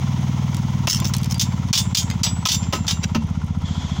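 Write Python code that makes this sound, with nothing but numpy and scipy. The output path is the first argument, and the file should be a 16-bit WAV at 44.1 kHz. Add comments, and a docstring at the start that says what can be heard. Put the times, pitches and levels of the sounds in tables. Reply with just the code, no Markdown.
"""Log tongs over a steel deck

Outdoors, no echo, one microphone close by. Steel tongs let go of a log and swing on their chain,
clanking, rattling and knocking against a steel deck. Beside them a single-cylinder engine slows
to idle, thumping once a firing over valve clatter and hiss. The limiter ducks at every loud clank."""
import sys
import numpy as np
from scipy import signal
from scipy.fft import rfft, irfft
from scipy.io import wavfile
from scipy.ndimage import uniform_filter1d, minimum_filter1d

SR = 44100
rng = np.random.default_rng(int(sys.argv[2]) if len(sys.argv) > 2 else 0)


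def digitize_waveform(pressure):
    """Quantize a signal to 16-bit integers and store it at the path in sys.argv[1].

    Rows of a 2-D input are taken as channels; values are limited to [-1, 1].
    """
    field = np.atleast_2d(pressure).T
    bounded = np.clip(field, -1, 1)
    quanta = np.round(bounded * 32767).astype(np.int16)
    wavfile.write(sys.argv[1], SR, quanta)


N = 4 * SR

# Tongs clank. Each row: start in seconds, level in dB, tilt in dB per octave, hook and shackle trims in dB.
CLANKS = [(1.395, -13.5, 3.5, -13, -19), (1.411, -14, 3.5, -3, -12), (1.729, 0, 0.5, 1, -31),
          (1.752, -8, 1, -12, 6), (1.775, -8.5, 3, 7.5, -19), (1.947, -6.5, 0.5, 0, 2.5),
          (1.97, -6, 3.5, 2, -10), (1.983, -44, -8, -3, -20), (2.233, -9.5, 2, 1, 4),
          (2.264, -21, -5, 6, -12), (2.453, -13, -2, -16, -15), (2.47, -9.5, 2, 11.5, -12),
          (2.486, -1, 0, 3.5, -22), (2.516, -13, 3, 9, -6), (2.544, -20.5, 3.5, 14, -18),
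          (2.731, -17.5, 5, 10, -22), (2.867, -23.5, 0, -14, 4), (2.879, -8.5, -1, -11, -13.5),
          (2.908, -19.5, 0.5, 13.5, -15)]
# Single blows. Each row: start in seconds, level in dB, tilt in dB per octave.
DECK_KNOCKS = [(0.874, -8.5, 1), (1.019, -27.5, -1), (1.047, -26, -0.5), (2.238, -21.5, 4.5),
               (2.457, -11.5, 5), (2.725, -12, 2), (2.732, -5.5, -1), (3.147, -18, 0.5), (3.155, -15, -3.5)]
LINK_CLICKS = [(.546, -25.5, 0), (.568, -27.5, -0.5), (0.872, -6, -4.5), (1.001, -19, -1.5),
               (1.137, -17, -3.5), (1.14, -16.5, -4), (1.149, -23, -1), (1.166, -20, 2.5),
               (1.183, -24, -0.5), (1.215, -34, 0), (1.232, -26.5, -2), (1.235, -32, -1), (1.244, -23.5, 0),
               (1.259, -29, -3), (1.344, -23, -1.5), (1.381, -29, 0), (1.522, -33, -10), (1.686, -33, -6),
               (2.031, -29, 0), (2.101, -20.5, -4.5), (2.112, -22.5, -7), (3.023, -37, -10)]
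# The chain drags. Each row: middle and half length in seconds, level in dB, tilt in dB per octave.
RATTLES = [(.902, .011, -5.5, 4), (0.929, 0.018, -10.5, 3), (0.969, 0.025, -31.5, 1), (1.061, .012, -20, 2),
           (1.084, 0.011, -32.5, 10), (1.316, 0.01, -27.5, 5.5), (2.64, .012, -33.5, -10),
           (3.043, 0.008, -26, -7.5)]
# Ringing steel. Each row: pitch in Hz, level in dB, seconds to fall 60 dB.
TONG_MODES = [(2020, -16, .12), (2785, -10, .2), (3101, -11, .13), (3528, -4, .17), (3686, -6, .16),
              (4519, -6, .14), (4740, -7, .14), (5222, -6, .15), (5343, -8, .15), (5632, -10, .15),
              (5873, -5, .17), (6077, -10, .14), (6594, -7, .18), (8242, -17, .17), (10740, -18, .15)]
HOOK_MODES = [(7284, -14, .55), (9515, -26, .25), (13700, -32, .2)]
SHACKLE_MODES = [(4916, -2, .16), (7809, -18, .5), (10040, -20, .14)]
DECK_MODES = [(163.5, -7, 0.052), (222.5, -3, 0.34), (332, -6.5, 0.1), (596, -2, 0.058), (928, -3.5, 0.088),
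              (1028, 4, 0.081), (1214, -13, 0.07), (1280, -2, 0.094), (1790, -12, 0.032), (2724, -7, 0.25),
              (2930, 1, 0.045)]
# Noise colours of the steel, then of the engine and the background. Each row: frequency in Hz, level in dB.
CLANK_SPECTRUM = [(300, -27), (900, -5), (1700, -11.5), (2600, -4), (3500, 4), (4150, -1), (4700, 3),
                  (6500, 1), (8500, -15.5), (11000, -19), (13500, -26.5), (15300, -11.5), (17000, -33)]
DECK_SPECTRUM = [(120, 20), (400, 11), (1000, 8.5), (1700, 6), (2800, 10.5), (4000, 3.5), (6000, 6),
                 (9000, -19), (15500, -12)]
LINK_SPECTRUM = [(500, -24), (1500, -14), (3300, -3), (4500, -6), (6000, 0), (8500, -7), (11000, -10),
                 (13500, -13), (15300, -9), (17000, -30)]
DRAG_SPECTRUM = [(500, -24.5), (1500, -14.5), (3400, -5), (4300, -8), (5200, 2.5), (5860, 2.5), (6600, -3),
                 (8500, -22), (10700, -20.5), (13500, -43), (15300, -9), (17000, -39)]
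RUMBLE_SPECTRUM = [(25, -30), (40, -5), (55, -11), (80, -5), (130, -1), (190, -4.5), (270, -5.5),
                   (350, -55.5), (450, -19)]
VALVE_SPECTRUM = [(300, -41.5), (500, -42.5), (740, 5.5), (850, -5), (950, 10.5), (1150, -8), (1350, 6),
                  (1700, -16), (3000, -17), (8000, -26)]
HISS_SPECTRUM = [(300, 4), (450, -8), (700, -3), (1000, 3), (1200, -6), (1600, -13), (2100, -6),
                 (2600, -11), (3300, -7), (4300, -16), (6500, -11), (7800, -25.5), (9000, -32),
                 (13000, -35), (16000, -60)]
FIZZ_SPECTRUM = [(6000, 4), (8000, -11), (11000, -10.5), (13000, -20), (14500, -5), (15500, -4), (16500, 0)]
WHIRR_SPECTRUM = [(1500, -8), (2800, -18), (3300, 7.5), (3800, -7), (5500, -9.5), (7500, -10), (9000, -50),
                  (11000, -40)]
# The engine slows. Each row: time in seconds, firings per second.
ENGINE_SPEED = [(0, 20.03), (.5, 19.701), (1.3, 18.851), (2, 17.636), (3, 16.114), (4, 13.967)]
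# Thumps of one cycle, exhaust first. Each row: place in the cycle from 0 to 1, pitch in Hz,
# half length in seconds, level at idle in dB, dB added for each firing per second above idle.
THUMPS = [(.002, 156, .0028, -11, .1), (.17, 82, .008, -18.8, -1.1), (.39, 145, .0048, -30, 1.7),
          (.63, 85, .008, -31.3, 1.9), (.708, 125, .0063, -30.3, 2.5), (.825, 78, .007, -25.8, .5)]
# Valve gear clatter. Each row: place in the cycle from 0 to 1, half width in cycles, level in dB.
VALVES = [(.47, 0.048, -52), (0.648, 0.052, -37), (.88, 0.083, -42)]
# Hiss, fizz and whirr in the background rise and fall. Each row: time in seconds, level in dB.
HISS_LEVEL = [(0, -37), (.8, -38.5), (1.6, -39.5), (2.8, -41), (3.25, -43), (3.58, -45.5), (3.68, -40),
              (4, -38.5)]
FIZZ_LEVEL = [(0, -52), (.8, -51), (1.5, -54), (3, -64), (4, -83)]
WHIRR_LEVEL = [(3.58, -97), (3.66, -39.5), (4, -42)]


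def tongs(contact_s=.0008, ring_db=-14.5):
    """Steel on steel, close up: a crack and a short wash, then hook, shackle, tongs and links ring."""
    out = np.zeros(N)
    envelope = decay(t60=.091) + undb(-12) * decay(t60=.056)  # crack and wash
    for start, db, tilt_db, hook_db, shackle_db in CLANKS:
        clank = noise(CLANK_SPECTRUM, tilt_db, size=SR) * envelope
        long_ring = undb(hook_db) * ring(HOOK_MODES) + undb(shackle_db) * ring(SHACKLE_MODES)
        short_ring = ring(TONG_MODES, tilt_db, size=SR // 4) + undb(-1) * link_ring(tilt_db)
        add(clank, 0, undb(ring_db) * long_ring)
        add(clank, 0, undb(ring_db) * short_ring)
        add(out, start, undb(db) * rise(contact_s) * clank)
    return out


def deck(contact_s=.001):
    """The swinging tongs knock on the deck, which answers lower and duller."""
    out = np.zeros(N)
    for start, db, tilt_db in DECK_KNOCKS:
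        thud = noise(DECK_SPECTRUM, tilt_db, size=SR) * decay(t60=.085)
        plate = undb(-10) * ring(DECK_MODES, tilt_db)
        add(out, start, undb(db) * rise(contact_s) * (thud + plate))
    return out


def chain(t, impacts_per_s=480):
    """Links click and ring singly, or drag over each other in bursts of tiny impacts."""
    out = np.zeros(N)
    for start, db, tilt_db in LINK_CLICKS:
        add(out, start, undb(db) * link_click(tilt_db))
        add(out, start, undb(db - 20.5) * link_ring(tilt_db, count=14))
    for middle, half_length, db, tilt_db in RATTLES:
        impacts = (rng.random(N) < impacts_per_s / SR) * rng.standard_normal(N)
        scrape = noise(DRAG_SPECTRUM, tilt_db, size=SR) * decay(t60=.021)
        rattle = unit(signal.fftconvolve(impacts, scrape)[:N])
        out += undb(db) * bell(t - middle, half_length) * rattle
    return out


def link_click(tilt_db=0):
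    """One link strikes the next: a short, bright burst."""
    return noise(LINK_SPECTRUM, tilt_db, size=SR) * decay(t60=.013)


def link_ring(tilt_db, count=56, low_hz=1500, high_hz=15500):
    """Each blow sets different chain links ringing, each at pitches of its own."""
    detune, sustain = rng.random((count, 2)).T
    hz = low_hz * (high_hz / low_hz) ** ((np.arange(count) + detune) / count)
    db = curve(hz, CLANK_SPECTRUM) + 10 * np.log10(hz / hz.mean())
    t60 = .1 * (.5 + sustain)
    return ring(list(zip(hz, db, t60)), tilt_db, size=SR // 4)


def stray_ticks(per_s=20):
    """The hanging chain ticks faintly at random."""
    ticks = (rng.random(N) < per_s / SR) * undb(-49 + 4 * rng.standard_normal(N))
    return signal.fftconvolve(ticks, link_click())[:N]


def engine(t, idle_rate=14):
    """Beside the tongs, each cycle gives an exhaust beat, softer thumps and valve clatter over rumble."""
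    rate = curve(t, ENGINE_SPEED)
    cycle = np.cumsum(rate) / SR - .922  # starts just after an exhaust beat
    out = undb(-35) * noise(RUMBLE_SPECTRUM)
    for place, hz, half_length, idle_db, speed_db in THUMPS:
        lag_s = cycles_from(cycle, place) / rate
        firing = np.round(cycle - place).astype(int) + 2
        uneven_db = .5 * rng.standard_normal(100)[firing]
        gain = undb(idle_db + speed_db * (rate - idle_rate) + uneven_db)
        out += gain * bell(lag_s, half_length) * np.cos(2 * np.pi * hz * lag_s)
    for place, half_width, db in VALVES:
        out += undb(db) * bell(cycles_from(cycle, place), half_width) * noise(VALVE_SPECTRUM)
    return out + background_hiss(t, cycle)


def background_hiss(t, cycle):
    """In the background, hiss throbs with each cycle, a high fizz fades and a whirr comes in late."""
    throb_db = 2 * np.cos(2 * np.pi * cycles_from(cycle, .64))
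    hiss = undb(curve(t, HISS_LEVEL) + throb_db) * noise(HISS_SPECTRUM)
    fizz = undb(curve(t, FIZZ_LEVEL)) * noise(FIZZ_SPECTRUM)
    whirr = undb(curve(t, WHIRR_LEVEL)) * noise(WHIRR_SPECTRUM)
    return hiss + fizz + whirr


def ring(modes, tilt_db=0, size=SR, scatter_db=5):
    """Decaying modes; each blow shares its force differently among them."""
    t = np.arange(size) / SR
    centre_hz = np.mean([mode[0] for mode in modes])
    out = np.zeros(size)
    for hz, db, t60 in modes:
        gain = undb(db + tilt_db * np.log2(hz / centre_hz) + scatter_db * rng.standard_normal())
        out += gain * decay(t60)[:size] * np.sin(2 * np.pi * (hz * t + rng.random()))
    return out


def noise(spectrum, tilt_db=0, size=N):
    """Noise of rms 1 with a tilted spectrum, falling 24 dB per octave beyond its ends."""
    hz, db = np.array(spectrum).T
    octave = np.log2(np.maximum(np.fft.rfftfreq(size, 1 / SR), 1))
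    inside = np.clip(octave, np.log2(hz[0]), np.log2(hz[-1]))
    gain = undb(np.interp(octave, np.log2(hz), db) + tilt_db * inside - 24 * abs(octave - inside))
    return unit(irfft(rfft(rng.standard_normal(size)) * gain, size))


def rise(contact_s):
    """One second of envelope that climbs to 1 as contact builds."""
    return 1 - np.exp(-np.arange(SR) / SR / contact_s)


def decay(t60):
    """One second of envelope that falls 60 dB in t60 seconds."""
    return np.exp(-np.log(1000) * np.arange(SR) / SR / t60)


def bell(offset, half_width):
    """A Gaussian swell."""
    return np.exp(-.5 * (offset / half_width) ** 2)


def cycles_from(cycle, place):
    """Signed distance from the nearest pass of a place in the cycle."""
    return (cycle - place + .5) % 1 - .5


def curve(x, points):
    """Straight lines between points."""
    return np.interp(x, *np.array(points).T)


def undb(db):
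    """Decibels to gain."""
    return 10 ** (np.asarray(db) / 20)


def unit(x):
    """Scale to rms 1."""
    return x / np.sqrt(np.mean(x ** 2))


def add(out, start, sound):
    """Mix a sound in at a start in seconds."""
    i = max(int(start * SR), 0)
    out[i:i + len(sound)] += sound[:max(N - i, 0)]


def scene():
    """Engine, tongs, deck and chain, all close to one microphone in the open air."""
    t = np.arange(N) / SR
    return (engine(t) + tongs() + deck() + chain(t) + stray_ticks())[None]


def record(dry):
    """Behind the microphone: a bass cut, a limiter that looks ahead and recovers quickly, a top cut."""
    bass_hz, top_hz = 15, 15750
    limit_db, release_db_per_s = -10.2, 395
    detect_s, look_s, fade_s = .00012, .012, .012
    sound = signal.sosfilt(signal.butter(1, bass_hz, "high", fs=SR, output="sos"), dry[0])
    power = np.maximum(uniform_filter1d(sound ** 2, int(detect_s * SR) + 1), 1e-12)
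    over_db = np.maximum(10 * np.log10(power) - limit_db, 0)
    half_look = int(look_s * SR / 2)
    held_db = -minimum_filter1d(-over_db, 2 * half_look + 1, origin=-half_look)
    fall_db = release_db_per_s * np.arange(N) / SR
    released_db = np.maximum.accumulate(held_db + fall_db) - fall_db
    duck_db = uniform_filter1d(released_db, int(fade_s * SR) + 1)
    top_cut = signal.ellip(8, .2, 70, top_hz, fs=SR, output="sos")
    return signal.sosfilt(top_cut, sound * undb(-duck_db))[None]


dry = scene()
out = record(dry)
digitize_waveform(out)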